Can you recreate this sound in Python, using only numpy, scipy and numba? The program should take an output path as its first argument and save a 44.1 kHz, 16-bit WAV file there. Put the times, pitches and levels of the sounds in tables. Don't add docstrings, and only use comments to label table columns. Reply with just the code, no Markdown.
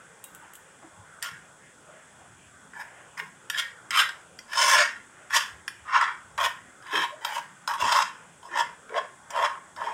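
import sys
import numpy as np
from scipy import signal
from scipy.fft import rfft, irfft
from scipy.io import wavfile
from numba import njit

SR = 44100
rng = np.random.default_rng(int(sys.argv[2]) if len(sys.argv) > 2 else 0)


def bounce(signal):
    frames = np.transpose(np.atleast_2d(signal))
    limited = np.clip(frames, -1, 1)
    pcm = np.round(limited * 32767).astype(np.int16)
    wavfile.write(sys.argv[1], SR, pcm)


N = 437913

# start in seconds, rise in seconds, hold in seconds, force as bowl level in dB before the scene's
# scrape level, swell through the rise in dB, lean through the hold in dB, rim, grit and flex each in dB
# relative to the bowl, crest of the rasp in dB, favoured bowl resonance in Hz, lift of the highest modes
# in dB, tilt of the top treble in dB per octave.
STROKES = [ (1.219, 0.053, 0.017, -46, 6, -3.5, 9, 6.5, -14, -5.5, 1120, 0, 1),
           (2.734, .06, 0.018, -39, 16, 6.5, 2, -14.5, -18, 5, 870, 4, 7),
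           (3.171, 0.022, 0.0065, -39.5, 8, -1.5, 2.5, -7.5, -19, 3.5, 1040, 1, 8),
           (3.503, 0.074, 0.021, -41.5, 22, 3.5, 13.5, 8, -9, 10, 1120, -6.5, -0.5),
           (3.906, 0.056, .056, -24.5, 18, 2, 0.5, -1, -24.5, 5.5, 1270, -5, 1.5),
           (4.479, 0.11, 0.16, -24, 32, 2, -2.5, -1, -14, 5, 1050, 4, -2.5),
           (4.698, 0.053, 0.066, -27.5, 16, 2.5, 8.5, 3.5, -1.5, -0.5, 1070, 2, -11),
           (5.297, 0.044, 0.028, -24.5, 28, 6.5, 1.5, 0, -17, 3.5, 1180, -3, 1.5),
           (5.85, .1, .09, -20, 30, 5, -6.5, -12.5, -28, -7, 1220, -7, -16),
           (6.378, 0.038, 0.048, -25, 7, -0.5, -4.5, -9.5, -11.5, 9.5, 1085, -6, 4),
           (6.832, 0.12, 0.098, -30, 38, -7, -0.5, -2, -20.5, 3, 1040, -7.5, 3.5),
           (7.209, 0.049, 0.13, -33.5, 14, 5, -5.5, -9, -14, 4.5, 870, -2, 5),
           (7.679, .01, 0.067, -28.5, 14, -5, -9.5, -14, -24, -2, 1020, -1, 3),
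           (7.778, 0.036, 0.081, -24.5, 19, -0.5, -11.5, -7, -16.5, -2, 1018, 0, -6),
           (7.859, 0.066, 0.099, -21.5, 16, -3, -8.5, -7.5, -18, -4, 1060, 0.5, -8.5),
           (8.428, .008, .04, -45.5, 2, 1, -24, -18, -9.5, 8, 955, 2, -3),
           (8.48, 0.074, 0.06, -25, 31, 3.5, -5, -14.5, -15, 9.5, 1020, -1.5, -8),
           (8.891, 0.055, 0.039, -30.5, 26, 9.5, -6, -15, 0, 7, 1050, -6, -10),
           (9.299, 0.051, 0.077, -28.5, 18, 9.5, -6.5, -11.5, -6, -1, 1010, -6, 0),
           (9.389, 0.057, 0.012, -21.5, 20, 1, -10.5, -15.5, -12, 5.5, 1110, -1, -5),
           (9.762, 0.079, 0.089, -34, 13, -3.5, -8.5, -16, -11, -1, 960, -0.5, 0)]

# pitch in Hz, width in Hz, relative strength in dB.
FLEX_MODES = [(396, 55, 4.5), (593.4, 23, 7.5), (679, 130, 6.5)]
BOWL_MODES = [(900, 125, -1), (968, 52, 6.5), (1050, 50, 6), (1070, 53, -10.5), (1274, 140, -8)]
RIM_MODES = [(1438, 36, 14), (1626, 165, 15), (1743, 124, 13.5), (1837, 49, 12), (1995, 50, 2),
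             (2230, 95, 0)]
GRIT_MODES = [(2770, 150, 6), (3100, 260, 8), (3220, 180, 0.5), (3295, 260, 10), (3740, 200, 1.5),
              (5430, 690, 8), (6600, 150, 2), (8160, 170, -7)]

# frequency in Hz, relative level in dB.
RASP_SPECTRUM = [(2200, 4), (2500, -9.5), (3600, -14), (4350, 5.5), (5200, 8), (7000, 6.5), (8700, 2),
                 (9600, -4.5), (12000, -6), (13500, -20.5), (15500, -14.5)]

# pitch in Hz, width in Hz, relative strength in dB.
SPOON_MODES = [(5077, 14, -6), (5330, 16, -6), (9068, 12, 0), (11420, 20, -7), (12050, 18, -5)]

# start in seconds, blow as bowl level in dB before a
# shared boost, rim and grit each in dB relative to the bowl, lift of the highest modes in dB.
TAPS = [(1.2255, -48, 16, 20.5, 9), (2.7339, -49.5, 6, -14, 5), (3.176, -50.5, 17, 7.5, 9),
        (3.1985, -41.5, 15, -1.5, -13), (3.4995, -40.5, 14.5, 15, -3.5), (3.9068, -43.5, 15, 16, 12),
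        (3.990, -28, -1, 10, -1), (4.091, -44, 13, 8.5, 0), (4.3888, -63, 21, 24.5, 0),
        (4.532, -43.5, 17.5, 7, 4), (5.306, -39.5, 7.5, -6.5, 12), (5.679, -42.5, 16, 11.5, -2.5),
        (6.012, -26, 5, -7.5, 0), (6.3776, -30.5, -5, -6, -2), (6.824, -64.5, 17, 10, 5),
        (6.867, -56, 14, 5, 2), (7.2484, -26.5, -11, 2, -1), (7.676, -24, -6, -3.5, 2.5),
        (7.7372, -45, 6, 8.5, 6), (7.805, -33, -18, -4, 9), (7.9235, -20, -19, -1.5, -4),
        (8.429, -43, -20, -9, -4), (8.893, -51, 7, -3, -1), (8.942, -34, 0, -22, -4),
        (9.305, -39.5, -8, 2.5, 8), (9.359, -29, -18, -17, 7), (9.763, -42.5, -9, -3, -3),
        (9.817, -28, -15, -34, -3), (9.886, -28, -14, -24, 1)]

# start in seconds, then click and spoon clink,
# each in dB before a shared boost.
CLICKS = [(0.241, -41, -40), (0.349, -43.5, -59), (0.536, -44.5, -72), (0.554, -42, -67)]

# frequency in Hz, relative level in dB.
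CLICK_SPECTRUM = [(1500, -25), (3000, 3), (4600, -19), (8000, 5), (9500, -6), (11300, 5), (13000, -7),
                  (15000, -2)]

# pitch in Hz, width in Hz, relative strength in dB.
CLINK_MODES = [(2780, 9.2, 5), (3810, 27, -5), (8250, 130, -3), (10800, 35, 0), (14500, 80, -2)]

# start in seconds, level of the noise before its swell in dB, pitch in Hz,
# width of each of two filter passes in Hz, length in seconds (the peak comes halfway).
LOW_SWELLS = [(0.414, -52, 900, 180, 0.05), (0.82, -49, 840, 560, 0.025), (0.821, -53, 324, 42, 0.032),
              (0.971, -45, 104, 46, 0.022), (1.31, -53, 109, 53, 0.037), (1.856, -53.5, 627, 110, 0.096),
              (2.243, -59.5, 87, 54, 0.16), (3.196, -52, 436, 61, 0.029), (5.476, -55, 75, 31, 0.076),
              (5.788, -51, 76, 25, 0.034), (6.229, -58.5, 78.5, 34, 0.23), (6.923, -39, 390, 210, 0.063),
              (7.095, -45.5, 617, 65, 0.047), (7.818, -41, 367, 650, 0.038), (7.82, -41, 96, 66, 0.02),
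              (8.504, -51, 332, 69, 0.075), (8.895, -39.5, 457, 81, 0.067), (9.807, -52.5, 406, 89, 0.085)]

# frequency in Hz, relative level in dB per Hz.
HISS_SPECTRUM = [(30, -18), (75, -4.5), (160, 4.5), (300, -2.5), (700, -0.5), (1100, -1), (1500, 5),
                 (2200, -7.5), (3300, -9), (4200, -23), (5500, -15), (7800, -6.5), (10400, -17),
                 (11100, -29.5), (15500, -35)]

HISS_DB = -52.5
TOP_HZ = 15850
EASE_DB, EASE_S = 7.5, 0.015
RELEASE_DB_PER_S, RELEASE_S = 192.5, 0.24
RIM_GROWTH, GRIT_GROWTH, FLEX_GROWTH = 0.79, 1.03, 1.09
TREMOR_DB, TREMOR_RATE = 1.0, 38.9
TAP_FLEX_DB = -20
CREST_SHARE, CREST_WIDTH_S = 0.71, 0.019
CREST_RIM = 0.12


def scrapes(families, favour_width_hz=150, fade_s=0.0016):
    out = np.zeros(N)
    lead = len(families[0])
    for (s, rise_s, hold_s, force_db, swell_db, lean_db, rim_db, grit_db, flex_db,
         crest_db, favoured_hz, lift_db, tilt_db) in STROKES:
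        t = np.arange(0, rise_s + hold_s + RELEASE_S, 1 / SR)
        count = len(t)

        push_db = effort(t, rise_s, hold_s, swell_db, lean_db)
        push_db = push_db + TREMOR_DB * walk(SR, TREMOR_RATE)[:count]
        crest_s = rise_s + CREST_SHARE * hold_s
        dig_db = crest_db * np.exp(-((t - crest_s) / CREST_WIDTH_S) ** 2)

        drive = sliding(slips(SR), lead, count)
        drive = bite(drive, lift_db, tilt_db)
        bowl, rim, grit, flex = (signal.fftconvolve(drive, family)[lead:lead + count] for family in families)
        bowl = resonate(bowl, np.full(count, float(favoured_hz)), float(favour_width_hz))

        sound = (driven(bowl, push_db)
                 + driven(rim, rim_db + RIM_GROWTH * push_db + CREST_RIM * dig_db)
                 + driven(grit, grit_db + GRIT_GROWTH * push_db + dig_db)
                 + driven(flex, flex_db + FLEX_GROWTH * push_db))
        contact = np.clip(np.minimum(t, t[-1] - t) / fade_s, 0, 1)
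        add(out, s, sound * undb(force_db) * contact)
    return out


def effort(t, rise_s, hold_s, swell_db, lean_db):
    swell = swell_db * np.minimum(t / rise_s - 1, 0)
    lean = lean_db * (np.clip((t - rise_s) / hold_s, 0, 1) - .5)
    after = np.maximum(t - rise_s - hold_s, 0)
    ease = EASE_DB * np.minimum(after / EASE_S, 1)
    return swell + lean - ease - RELEASE_DB_PER_S * after


def slips(n, rate=4200, scatter_db=4, chatter_hz=260, chatter_db=2.5):
    releases = (rng.random(n) < rate / SR) * rng.choice([-1, 1], n)
    size_db = scatter_db * rng.standard_normal(n) + chatter_db * walk(n, chatter_hz)
    return releases * undb(np.minimum(size_db, 9))


def sliding(drive, start, count, order=6):
    place = order * np.clip((np.arange(len(drive)) - start) / count, 0, 1)
    out = np.zeros(len(drive))
    for spot in range(order + 1):
        share = np.sqrt(np.maximum(1 - abs(place - spot), 0))
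        out += signal.fftconvolve(drive * share, contact_point())[:len(drive)]
    return out


def contact_point():
    return causal(patches(12, 115))


def bite(x, lift_db, tilt_db=0, lift_hz=4400, tilt_hz=7000):
    hz = np.arange(len(x) // 2 + 1) * SR / len(x)
    step = (1 + np.tanh((hz - lift_hz) / 400)) / 2
    octaves_above = np.log2(np.maximum(hz / tilt_hz, 1))
    return irfft(rfft(x) * undb(lift_db * step + tilt_db * octaves_above), len(x))


def driven(x, db):
    gain = undb(db)
    return level(x * gain) * np.sqrt(np.mean(gain ** 2))


def plate(rasp_db=-2, spoon_db=-20):
    bowl = band(modes(BOWL_MODES), 760, 1740, order=4)
    rim = band(modes(RIM_MODES), 1335, 2383)
    single = unit(band(modes(GRIT_MODES), 2200, 7680))
    rasp = undb(rasp_db) * unit(band(colour(RASP_SPECTRUM), 3480, 17000))
    spoon = undb(spoon_db) * modes(SPOON_MODES)
    grit = single + rasp + spoon
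    flex = band(modes(FLEX_MODES), 460, 713, order=4)
    return [unit(family) for family in (bowl, rim, grit, flex)]


def taps(families, blow_db=23):
    out = np.zeros(N)
    margin = 32
    for s, db, rim_db, grit_db, lift_db in TAPS:
        push = signal.fftconvolve(contact_point(), skid(ring_s=0.003, share=2.2))
        push = bite(np.pad(push, margin), lift_db)
        shares = undb([0, rim_db, grit_db, TAP_FLEX_DB])
        ring = sum(share * unit(signal.fftconvolve(push, family)) for share, family in zip(shares, families))
        add(out, s - margin / SR, undb(db + blow_db) * ring)
    return out


def skid(ring_s, share, size=1024):
    fading = np.exp(-np.arange(size) / SR / ring_s)
    push = share * unit(rng.standard_normal(size) * fading)
    push[0] += 1
    return unit(push)


def mouth(click_db=23):
    out = np.zeros(N)
    for s, db, clink_db in CLICKS:
        ring = undb(db) * colour(CLICK_SPECTRUM) + undb(clink_db) * modes(CLINK_MODES)
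        click = signal.fftconvolve(ring, skid(ring_s=0.0091, share=1))
        add(out, s, undb(click_db) * click)
    return out


def low_swells():
    out, t = np.zeros(N), np.arange(SR // 2) / SR
    for s, db, hz, width, length in LOW_SWELLS:
        centre = np.full(len(t), float(hz))
        rumble = resonate(rng.standard_normal(len(t)), centre, float(width))
        rumble = resonate(rumble, centre, float(width))
        age = 2 * t / length
        swell = age * np.exp(1 - age)
        add(out, s, level(band(rumble, 65, 3000), db) * swell)
    return out


def room(x, wet_db=-9, gap_s=0.006, low_t60=0.16, mid_t60=0.29, high_t60=0.25):
    t = np.arange(SR // 2) / SR
    # lowest Hz, highest Hz, seconds to fade by 60 dB
    zones = [(60, 610, low_t60), (828, 2810, mid_t60), (2690, 21500, high_t60)]
    tail = np.zeros(len(t))
    for lo, hi, t60 in zones:
        tail += band(rng.standard_normal(len(t)), lo, hi) * np.exp(-np.log(1000) * t / t60)
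    return undb(wet_db) * signal.fftconvolve(x, unit(tail * (t > gap_s)))[:N]


def hiss(ripple_db=4, ripple_hz=110, waver_db=3.5, waver_rate=9):
    spectrum = rfft(rng.standard_normal(N)) * gains(HISS_SPECTRUM, N)
    spectrum = spectrum * patches(ripple_db, ripple_hz, size=N)
    hz = np.arange(len(spectrum)) * SR / N
    edges = 50 * np.sqrt(2) ** np.arange(13)
    zone = np.searchsorted(edges, hz)
    low = np.zeros(N)
    for k in range(len(edges)):
        low += irfft(spectrum * (zone == k), N) * undb(waver_db * walk(N, waver_rate))
    high = irfft(spectrum * (zone == len(edges)), N)
    return level(low + high, HISS_DB)


def undb(db):
    return 10 ** (np.asarray(db) / 20)


def level(x, db=0):
    return x * undb(db) / np.sqrt(np.mean(x ** 2))


def unit(response):
    return response / np.sqrt(np.sum(response ** 2))


def add(out, s, x):
    i = int(s * SR)
    out[i:i + len(x)] += x[:len(out) - i]


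def band(x, lo_hz, hi_hz, order=3):
    limits = [lo_hz, min(hi_hz, SR / 2 - 1)]
    return signal.sosfilt(signal.butter(order, limits, "band", fs=SR, output="sos"), x)


def gains(points, size):
    hz, db = np.transpose(points)
    bins_hz = np.arange(size // 2 + 1) * SR / size
    return undb(np.interp(np.log(bins_hz + 1), np.log(hz), db))


def colour(points, size=8192):
    return causal(gains(points, size))


def causal(gain):
    cepstrum = irfft(np.log(gain))
    cepstrum[1:len(gain) - 1] *= 2
    cepstrum[len(gain):] = 0
    return unit(irfft(np.exp(rfft(cepstrum))))


def patches(depth_db, spacing_hz, size=8192):
    hz = np.arange(size // 2 + 1) * SR / size
    heights = rng.uniform(-1, 1, size)
    shape = np.interp(hz / spacing_hz, np.arange(size), heights)
    return undb(depth_db * np.minimum(hz / 2000, 1) * shape)


def modes(table, size=8192):
    t = np.arange(size) / SR
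    ring = np.zeros(size)
    for hz, width, db in table:
        ring += undb(db) * width * np.exp(-np.pi * width * t) * np.cos(2 * np.pi * hz * t)
    return unit(ring)


def walk(n, rate):
    steps = np.arange(n) * rate / SR
    return np.interp(steps, np.arange(n), rng.standard_normal(n))


@njit
def resonate(x, hz, width):
    y, b, l = np.empty(len(x)), 0., 0.
    for i in range(len(x)):
        g, k = np.tan(np.pi * hz[i] / SR), width / hz[i]
        v = (b + g * (x[i] - l)) / (1 + g * (g + k))
        b, l, y[i] = 2 * v - b, l + 2 * g * v, k * v
    return y


def scene(scrape_db=-1.01):
    families = plate()
    near = undb(scrape_db) * scrapes(families) + taps(families) + mouth() + low_swells()
    return (near + room(near) + hiss())[None]


def record(dry):
    return signal.sosfilt(signal.ellip(10, .2, 80, TOP_HZ, fs=SR, output="sos"), dry)


dry = scene()
out = record(dry)
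bounce(out)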